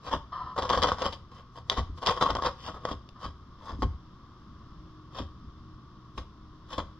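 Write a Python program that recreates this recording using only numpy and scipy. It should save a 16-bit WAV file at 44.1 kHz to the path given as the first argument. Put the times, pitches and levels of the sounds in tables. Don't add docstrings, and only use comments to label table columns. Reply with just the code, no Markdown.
import sys
import numpy as np
from scipy import signal
from scipy.fft import rfft, irfft
from scipy.io import wavfile
from scipy.ndimage import uniform_filter1d

SR = 44100
rng = np.random.default_rng(int(sys.argv[2]) if len(sys.argv) > 2 else 0)


def master_out(mix):
    frames = np.transpose(np.atleast_2d(mix))
    ceiling = np.clip(frames, -1, 1)
    pcm = np.round(ceiling * 32767).astype(np.int16)
    wavfile.write(sys.argv[1], SR, pcm)


N = 308259
SIZE = 4096
HZ = np.maximum(np.fft.rfftfreq(SIZE, 1 / SR), 1)
TIME = np.arange(N) / SR

HOLLOW_DB, HOLLOW_GROWTH = 4, 0.1
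# landing time in seconds, drag length in seconds, tap level in dB, drag level in dB, grit in dB.
STROKES = [ (0.045, 0.031, -52, -33, -2), (0.115, 0.018, -30, -22, -5), (0.564, .012, -30, -37, -12),
           (0.579, .01, -26.5, -23, -6), (0.624, 0.028, -23, -30, -5.5), (0.699, 0.035, -19.5, -22, -3.5),
           (0.748, .035, -24.5, -25, -5), (0.826, 0.015, -22, -17.5, -6), (0.872, 0.013, -23.5, -22, -4.5),
           (0.918, 0.013, -23.5, -32.5, -4), (0.985, 0.039, -32.5, -26.5, -4),
           (1.046, .014, -29.5, -23, -3), (1.128, 0.0077, -35.5, -42.5, 3),
           (1.319, 0.069, -45.5, -47.5, -4), (1.557, 0.022, -43, -41.5, -4.5), (1.7, 0.019, -48, -28, -2),
           (1.772, 0.012, -26, -24.5, -4.5), (1.976, 0.0085, -43.5, -46, -0.5),
           (2.022, 0.0085, -31.5, -31, -4.5), (2.064, 0.014, -36, -18.5, -1.5),
           (2.096, 0.014, -39, -24.5, -1.5), (2.166, 0.0089, -31, -30, -4.5),
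           (2.2125, 0.013, -18.5, -19, -4), (2.25, 0.013, -30, -22, -7.5), (2.288, 0.015, -31, -24.5, -5.5),
           (2.354, 0.034, -23, -31, -14.5), (2.423, 0.017, -25.5, -28.5, -3.5),
           (2.451, 0.012, -25.5, -20.5, -5), (2.6, 0.069, -53, -42.5, 7.5), (2.672, .012, -44, -31, -13),
           (2.744, 0.023, -36, -40, -11.5), (2.834, 0.06, -56, -33.5, -6.5), (2.91, .008, -41, -41.5, 4.5),
           (3.213, 0.035, -49, -34, -3), (3.623, 0.079, -48, -37.5, -5.5), (3.822, 0.0065, -22.5, -31, -7),
           (5.15, 0.041, -40.5, -34, -1), (6.179, 0.02, -31.5, -45.5, 1), (6.704, .03, -47, -36, 2),
           (6.782, 0.0095, -24.5, -30, -6)]


def scratching(slips_per_s=2000, scatter_db=3.5, rub=0.15, chatter_db=2,
               hiss_db=-59, hiss_growth=0.41, size=500):
    track, hiss_power = np.zeros((2, N)), np.zeros(N)
    t = np.arange(-0.04, 0.22, 1 / SR)
    for s, drag_s, tap_db, drag_db, grit_db in STROKES:
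        db = max(tap_db, drag_db)
        force = stroke_force(t, drag_s, tap_db - db, drag_db - db)

        jolt_db = scatter_db * np.clip(rng.standard_normal(len(t)), -2, 2)
        jolts = rng.choice([-1, 1], len(t)) * undb(jolt_db)
        slipping = rng.random(len(t)) < slips_per_s / SR
        slips = unit(jolts * slipping) + rub * rng.standard_normal(len(t))
        slips /= np.sqrt(uniform_filter1d(slips ** 2, size) + 1e-9)
        slips *= undb(chatter_db * wander(t - t[0], 0.003))
        drag = unit(force * slips) * np.sqrt(np.mean(force ** 2))

        spot = cardboard(HOLLOW_DB + HOLLOW_GROWTH * db, grit_db)
        scrape = signal.fftconvolve(drag[None], spot, axes=1)
        scrape *= np.linalg.norm(force) * np.linalg.norm(spot) / np.linalg.norm(scrape)
        add(track, s + t[0], undb(db) * scrape)
        hiss_gain = undb(hiss_db + hiss_growth * (db + grit_db))
        add(hiss_power, s + t[0], (hiss_gain * drag) ** 2)

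    colour = response(spectrum([(1500, -19), (5000, -4), (7000, 11), (9000, -5.5), (12000, 7), (15500, -34)]))
    hiss = np.sqrt(hiss_power) * rng.standard_normal((2, N))
    return track + convolve(hiss, colour / np.linalg.norm(colour))


TAP_ATTACK_S, TAP_FALL_S = 0.0022, 0.01
SWELL_SHARE = 0.56
RELEASE_S, RELEASE_SHARE = 0.013, 0.26


def stroke_force(t, drag_s, tap_db, drag_db):
    tap = undb(tap_db) * pulse(t, TAP_ATTACK_S, TAP_FALL_S)
    release_s = RELEASE_S + RELEASE_SHARE * drag_s
    drag = undb(drag_db) * pulse(t - drag_s, SWELL_SHARE * drag_s, release_s)
    return np.hypot(tap, drag)


# frequency in Hz, gain in dB.
CARDBOARD_TONE = [(25, -53), (70, -11), (170, -9.5), (340, -12.5), (500, -5), (800, -9), (1070, 2),
                  (1430, -11), (1950, -13), (2350, -26), (3300, -9), (5300, -15.5), (8500, -41.5),
                  (12000, -44), (15500, -63.5)]
# centre in Hz, width in Hz, gain in dB.
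ROLL_RESONANCES = [(541.6, 70, 5), (757, 37, 5.5), (830, 22, -6), (893, 60, 3.5), (1097, 62, 4),
                   (1267, 58, 3), (2422, 200, 9), (3150, 280, 3.5), (3770, 110, -5.5), (3950, 300, -1.5),
                   (4280, 250, -10.5), (4540, 230, -0.5), (5700, 90, -11.5)]


def cardboard(hollow_db, grit_db, ripple_db=2.0, ripple_hz=45, scatter=0.73, scatter_s=0.0013, size=40):
    db = spectrum(CARDBOARD_TONE) + bumps(ROLL_RESONANCES)
    db -= 10 * np.log10(np.mean(undb(db) ** 2))
    db += spectrum([(120, 0.024), (350, hollow_db), (650, hollow_db), (950, 0), (1400, 0.014),
                    (2600, grit_db), (5000, grit_db), (9000, 0.95 * grit_db)])
    direct = response(db + ripple_db * wander(HZ, ripple_hz))

    paths = diffuse(SIZE, split_hz=2350) * np.exp(-TIME[:SIZE] / scatter_s)
    paths /= np.sqrt(np.sum(paths ** 2) / 2)
    paths = convolve(paths, response(spectrum([(700, -24.5), (2500, 1.5), (8000, 3)])))
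    spread = rfft(scatter * paths, axis=1) + 1
    spread /= np.sqrt(uniform_filter1d(abs(spread) ** 2, size, axis=1))
    return convolve(irfft(spread, axis=1)[:, :SIZE // 2], direct)


# start in seconds, level in dB, hollow boom in dB, grit in dB.
SNAPS = [(0.624, -34, -2, 4), (0.693, -36, -17, 12), (0.7025, -26.5, -1, 5.5), (0.708, -20.5, 6.5, -13),
         (0.731, -20.5, -17, -15), (0.7754, -23.5, 6.5, -2), (0.82, -28, -14, 5.5), (0.827, -25.5, -2, 7),
         (0.8345, -24.5, -9, 9.5), (0.9186, -18.5, 4, -26), (1.02, -34, 16.5, 9), (1.6989, -27, 3, 14),
         (2.063, -30, -15, 11), (2.0709, -32.5, 16.5, 17.5), (2.095, -20, -16, -3), (2.2244, -24, 10.5, 3),
         (2.305, -23, -3, -1), (2.3521, -28, 9, 0.5), (2.368, -28.5, 5, -2.5), (2.8527, -23, 8.5, -6),
         (2.9141, -35.5, 14, -6), (3.09, -56, 8, 14.5), (3.8219, -30.5, 0, -13.5), (5.187, -44, 10, 3),
         (6.783, -37, 16, -6)]


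def snapping(ring_s=0.0051, tear=0.65, tear_s=0.0017):
    track, t = np.zeros((2, N)), TIME[:SR // 100]
    bright = signal.butter(2, 1800, "highpass", fs=SR, output="sos")
    for s, db, hollow_db, grit_db in SNAPS:
        fibres = signal.sosfilt(bright, rng.standard_normal(len(t)) * np.exp(-t / tear_s))
        push = tear * fibres / np.linalg.norm(fibres)
        push[0] += 1
        snap = convolve(cardboard(hollow_db, grit_db), push / np.linalg.norm(push))
        add(track, s, undb(db) * np.sqrt(ring_s * SR) * snap)
    return track


# start in seconds, level in dB before the boards' gain, contact time constant in seconds.
THUMPS = [(0.138, -39, 0.00089), (0.768, -35.5, 0.0014), (1.779, -28, 0.0029), (1.895, -31, 0.0091),
          (2.302, -40, .0008), (2.912, -43.5, 0.00011), (3.255, -40.5, 0.0017), (3.725, -37, 0.0021),
          (3.789, -37, 0.0024), (3.822, -35, 0.00058), (3.84, -26.5, 0.0036), (5.2, -40.5, 0.00053),
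          (5.443, -46, 0.003), (6.176, -40, 0.0023), (6.78, -41, 0.0003)]
# nominal frequency in Hz, relative level in dB, 60 dB decay time in seconds.
BOARD_MODES = [(31, -10.5, .35), (56.9, -6, 0.44), (66.67, 3, 0.27), (85.5, 1, 0.3), (121, -3, 0.19),
               (156.3, -6.5, 0.21), (219, -1.5, 0.15), (259.4, 7.5, 0.068), (291.8, -0.5, 0.16),
               (386.5, -3.5, .13)]


def thumping(spot_db=1, detune=0.021, gain_db=8, build_cycles=0.59):
    track, t = np.zeros(N), TIME[:SR // 2]
    for s, db, contact_s in THUMPS + rocking():
        ring = np.zeros(len(t))
        for hz, mode_db, t60 in BOARD_MODES:
            favour, shift = rng.standard_normal(2)
            envelope = undb(mode_db + spot_db * favour - 60 * t / t60)
            build_up = 1 - np.exp(-t * hz / build_cycles)
            ring += envelope * build_up * np.sin(2 * np.pi * hz * (1 + detune * shift) * t)
        push = np.exp(-t / max(contact_s, 1e-4))
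        thump = signal.fftconvolve(ring, push / push.sum())[:len(t)]
        add(track, s, undb(db + gain_db) * thump)
    return track


ROCK_DB, ROCK_GROWTH, ROCK_CONTACT_S = -29, 0.62, 0.0027


def rocking():
    rows = []
    for s, drag_s, tap_db, drag_db, _ in STROKES:
        peak_s = s + drag_s * (drag_db > tap_db)
        rows.append((peak_s, ROCK_DB + ROCK_GROWTH * max(tap_db, drag_db), ROCK_CONTACT_S))
    return rows


RUSTLE_ATTACK_S, RUSTLE_SAG_DB_PER_S, RUSTLE_RELEASE_S = 0.0023, 34, 0.025
# start in seconds, length in seconds, opening level in dB.
RUSTLES = [(0.324, .2, -35.5), (3.157, 0.012, -48)]
# frequency in Hz, gain in dB.
RUSTLE_COLOUR = [(100, -31), (420, -26), (600, -20.5), (880, -19.5), (1020, -2), (1300, -6.5),
                 (1450, -26.5), (1800, -22), (2400, -42.5), (3100, -26), (4000, -36.5), (5300, -30.5),
                 (7000, -63), (15000, -78)]
# centre in Hz, width in Hz, gain in dB.
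RUSTLE_PEAKS = [(556, 34, 11.5), (735, 44, 14), (1020, 36, 9), (1205, 44, 6), (1326, 31, 7), (1570, 55, 5),
                (1780, 60, 5.5), (3070, 98, 4.5), (4150, 150, 8)]


def rustling():
    colour = response(spectrum(RUSTLE_COLOUR) + bumps(RUSTLE_PEAKS))
    noise = unit(convolve(rng.standard_normal(N), colour)[0])
    level = 0
    for s, length_s, db in RUSTLES:
        t = TIME - s
        held = np.clip(t, 0, length_s)
        sag = undb(db - RUSTLE_SAG_DB_PER_S * held)
        level = level + sag * pulse(t - held, RUSTLE_ATTACK_S, RUSTLE_RELEASE_S)
    return noise * level


BRUSH_DB, BRUSH_GROWTH = -47, 0.4
BRUSH_RISE_S, BRUSH_FALL_S = 0.02, 0.016
# frequency in Hz, gain in dB.
BRUSH_COLOUR = [(1500, -22), (3300, 1), (5200, 6), (8500, -11), (12000, -18.5), (15500, -31)]


def brushing(flutter_db=3.0):
    power = 0
    for s, drag_s, tap_db, drag_db, grit_db in STROKES:
        gain = undb(BRUSH_DB + BRUSH_GROWTH * (max(tap_db, drag_db) + grit_db))
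        sweep = pulse(TIME - s - drag_s / 2, BRUSH_RISE_S, BRUSH_FALL_S)
        power = power + (gain * sweep) ** 2
    noise = unit(convolve(diffuse(N), response(spectrum(BRUSH_COLOUR))))
    return noise * np.sqrt(power) * undb(flutter_db * wander(TIME, 0.0074))


DECK_T60_S, DECK_DB = 0.35, -11


def enclosure(x, treble_db=-3):
    t = np.arange(SR // 2) / SR
    tail = diffuse(len(t)) * undb(-60 * t / DECK_T60_S) * (1 - np.exp(-t / 0.0044))
    tail /= np.sqrt(np.sum(tail ** 2) / 2)
    tail = convolve(tail, response(spectrum([(1000, 0), (6000, treble_db)])))
    return undb(DECK_DB) * convolve(x, tail)


# start in seconds, mean frequency in Hz, level in dB, waver in dB.
HUM = [(0, 120, -59.5, 3.5), (0, 362, -70.5, -1.5), (3.9, 311, -64, 4)]


def humming(drift_hz=2):
    out = 0
    for start, hz, db, waver_db in HUM:
        phase = 2 * np.pi * np.cumsum(hz + drift_hz * wander(TIME, 0.12)) / SR
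        running = np.clip((TIME - start) / 0.11, 0, 1)
        level = undb(db + waver_db * wander(TIME, 0.15))
        out = out + running * level * np.sqrt(2) * np.sin(phase)
    return out


HUSH_DB = -50.5
# frequency in Hz, relative density in dB per Hz.
HUSH_COLOUR = [(25, -5.5), (80, 2.5), (110, -8.5), (150, -3), (255, -10), (330, -13.5), (480, -24),
               (850, -27.5), (1120, -9.5), (1500, -26), (2400, -39.5), (3400, -30), (4200, -37.5),
               (5300, -35), (8500, -64.5)]


def hush(flicker_db=2, hiss_db=-96):
    air = unit(convolve(diffuse(N, split_hz=3400), response(spectrum(HUSH_COLOUR))))
    rumble = signal.sosfilt(signal.butter(2, 350, fs=SR, output="sos"), air)
    air = air + rumble * (undb(flicker_db * wander(TIME, 0.051)) - 1)
    swell_db = 0.6 * wander(TIME, 0.4)
    return air * undb(HUSH_DB + swell_db) + undb(hiss_db) * rng.standard_normal((2, N))


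# frequency in Hz, left minus right in dB, left lead in radians.
PORT_DIFFERENCES = [(59, 0.9, 0.15), (249.6, 0, 0.36), (555.6, 2.5, 0.5), (1270, 2, 0.18),
                    (1700, -1.5, 0.97), (2453, 4.5, -2), (3267, 9, -1), (4000, 5, 0.5), (4620, 1.5, 0.87),
                    (5200, -13.5, 2), (6170, -2, 3), (7430, 3, 4.5), (11640, 1.5, 3.5)]


def ports(x):
    half_gain = undb(spectrum(PORT_DIFFERENCES, axis=1) / 2)
    half = half_gain * np.exp(0.5j * spectrum(PORT_DIFFERENCES, axis=2))
    pair = np.array([half, 1 / half])
    pair /= np.sqrt(np.mean(abs(pair) ** 2, axis=0))
    h = np.roll(irfft(pair), SIZE // 2, axis=1)
    return signal.oaconvolve(np.atleast_2d(x), h, axes=1)[:, SIZE // 2:SIZE // 2 + N]


def diffuse(count, split_hz=2200):
    mid, side = rng.standard_normal((2, count))
    side = convolve(side, response(-10 * np.log10(1 + (split_hz / HZ) ** 3)))[0]
    return np.array([mid + side, mid - side])


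def pulse(t, rise, fall):
    return np.exp(np.minimum(t / max(rise, 1e-4), -t / max(fall, 1e-4)))


def wander(axis_values, step):
    knots = np.arange(0, axis_values[-1] + step, step)
    return np.interp(axis_values, knots, rng.standard_normal(len(knots)))


def bumps(peaks):
    return sum(db / (1 + (2 * (HZ - hz) / width) ** 2) for hz, width, db in peaks)


def spectrum(points, axis=1):
    table = np.array(points)
    return np.interp(np.log(HZ), np.log(table[:, 0]), table[:, axis])


def response(db):
    cepstrum = irfft(db * np.log(10) / 20)
    cepstrum[1:SIZE // 2] *= 2
    cepstrum[SIZE // 2 + 1:] = 0
    return irfft(np.exp(rfft(cepstrum)))


def convolve(x, h):
    return signal.oaconvolve(np.atleast_2d(x), np.atleast_2d(h), axes=1)[:, :np.shape(x)[-1]]


def undb(db):
    return 10 ** (np.asarray(db) / 20)


def unit(x):
    return x / np.sqrt(np.mean(x ** 2))


def add(track, s, sound):
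    start = int(s * SR)
    sound, start = sound[..., max(-start, 0):], max(start, 0)
    track[..., start:start + sound.shape[-1]] += sound[..., :max(N - start, 0)]


def scene():
    work = scratching() + snapping() + rustling() + brushing()
    return ports(work + thumping() + enclosure(work) + humming() + hush())


def record(dry):
    top_hz = 15500
    return signal.sosfilt(signal.ellip(8, 0.2, 70, top_hz, fs=SR, output="sos"), dry)


dry = scene()
out = record(dry)
master_out(out)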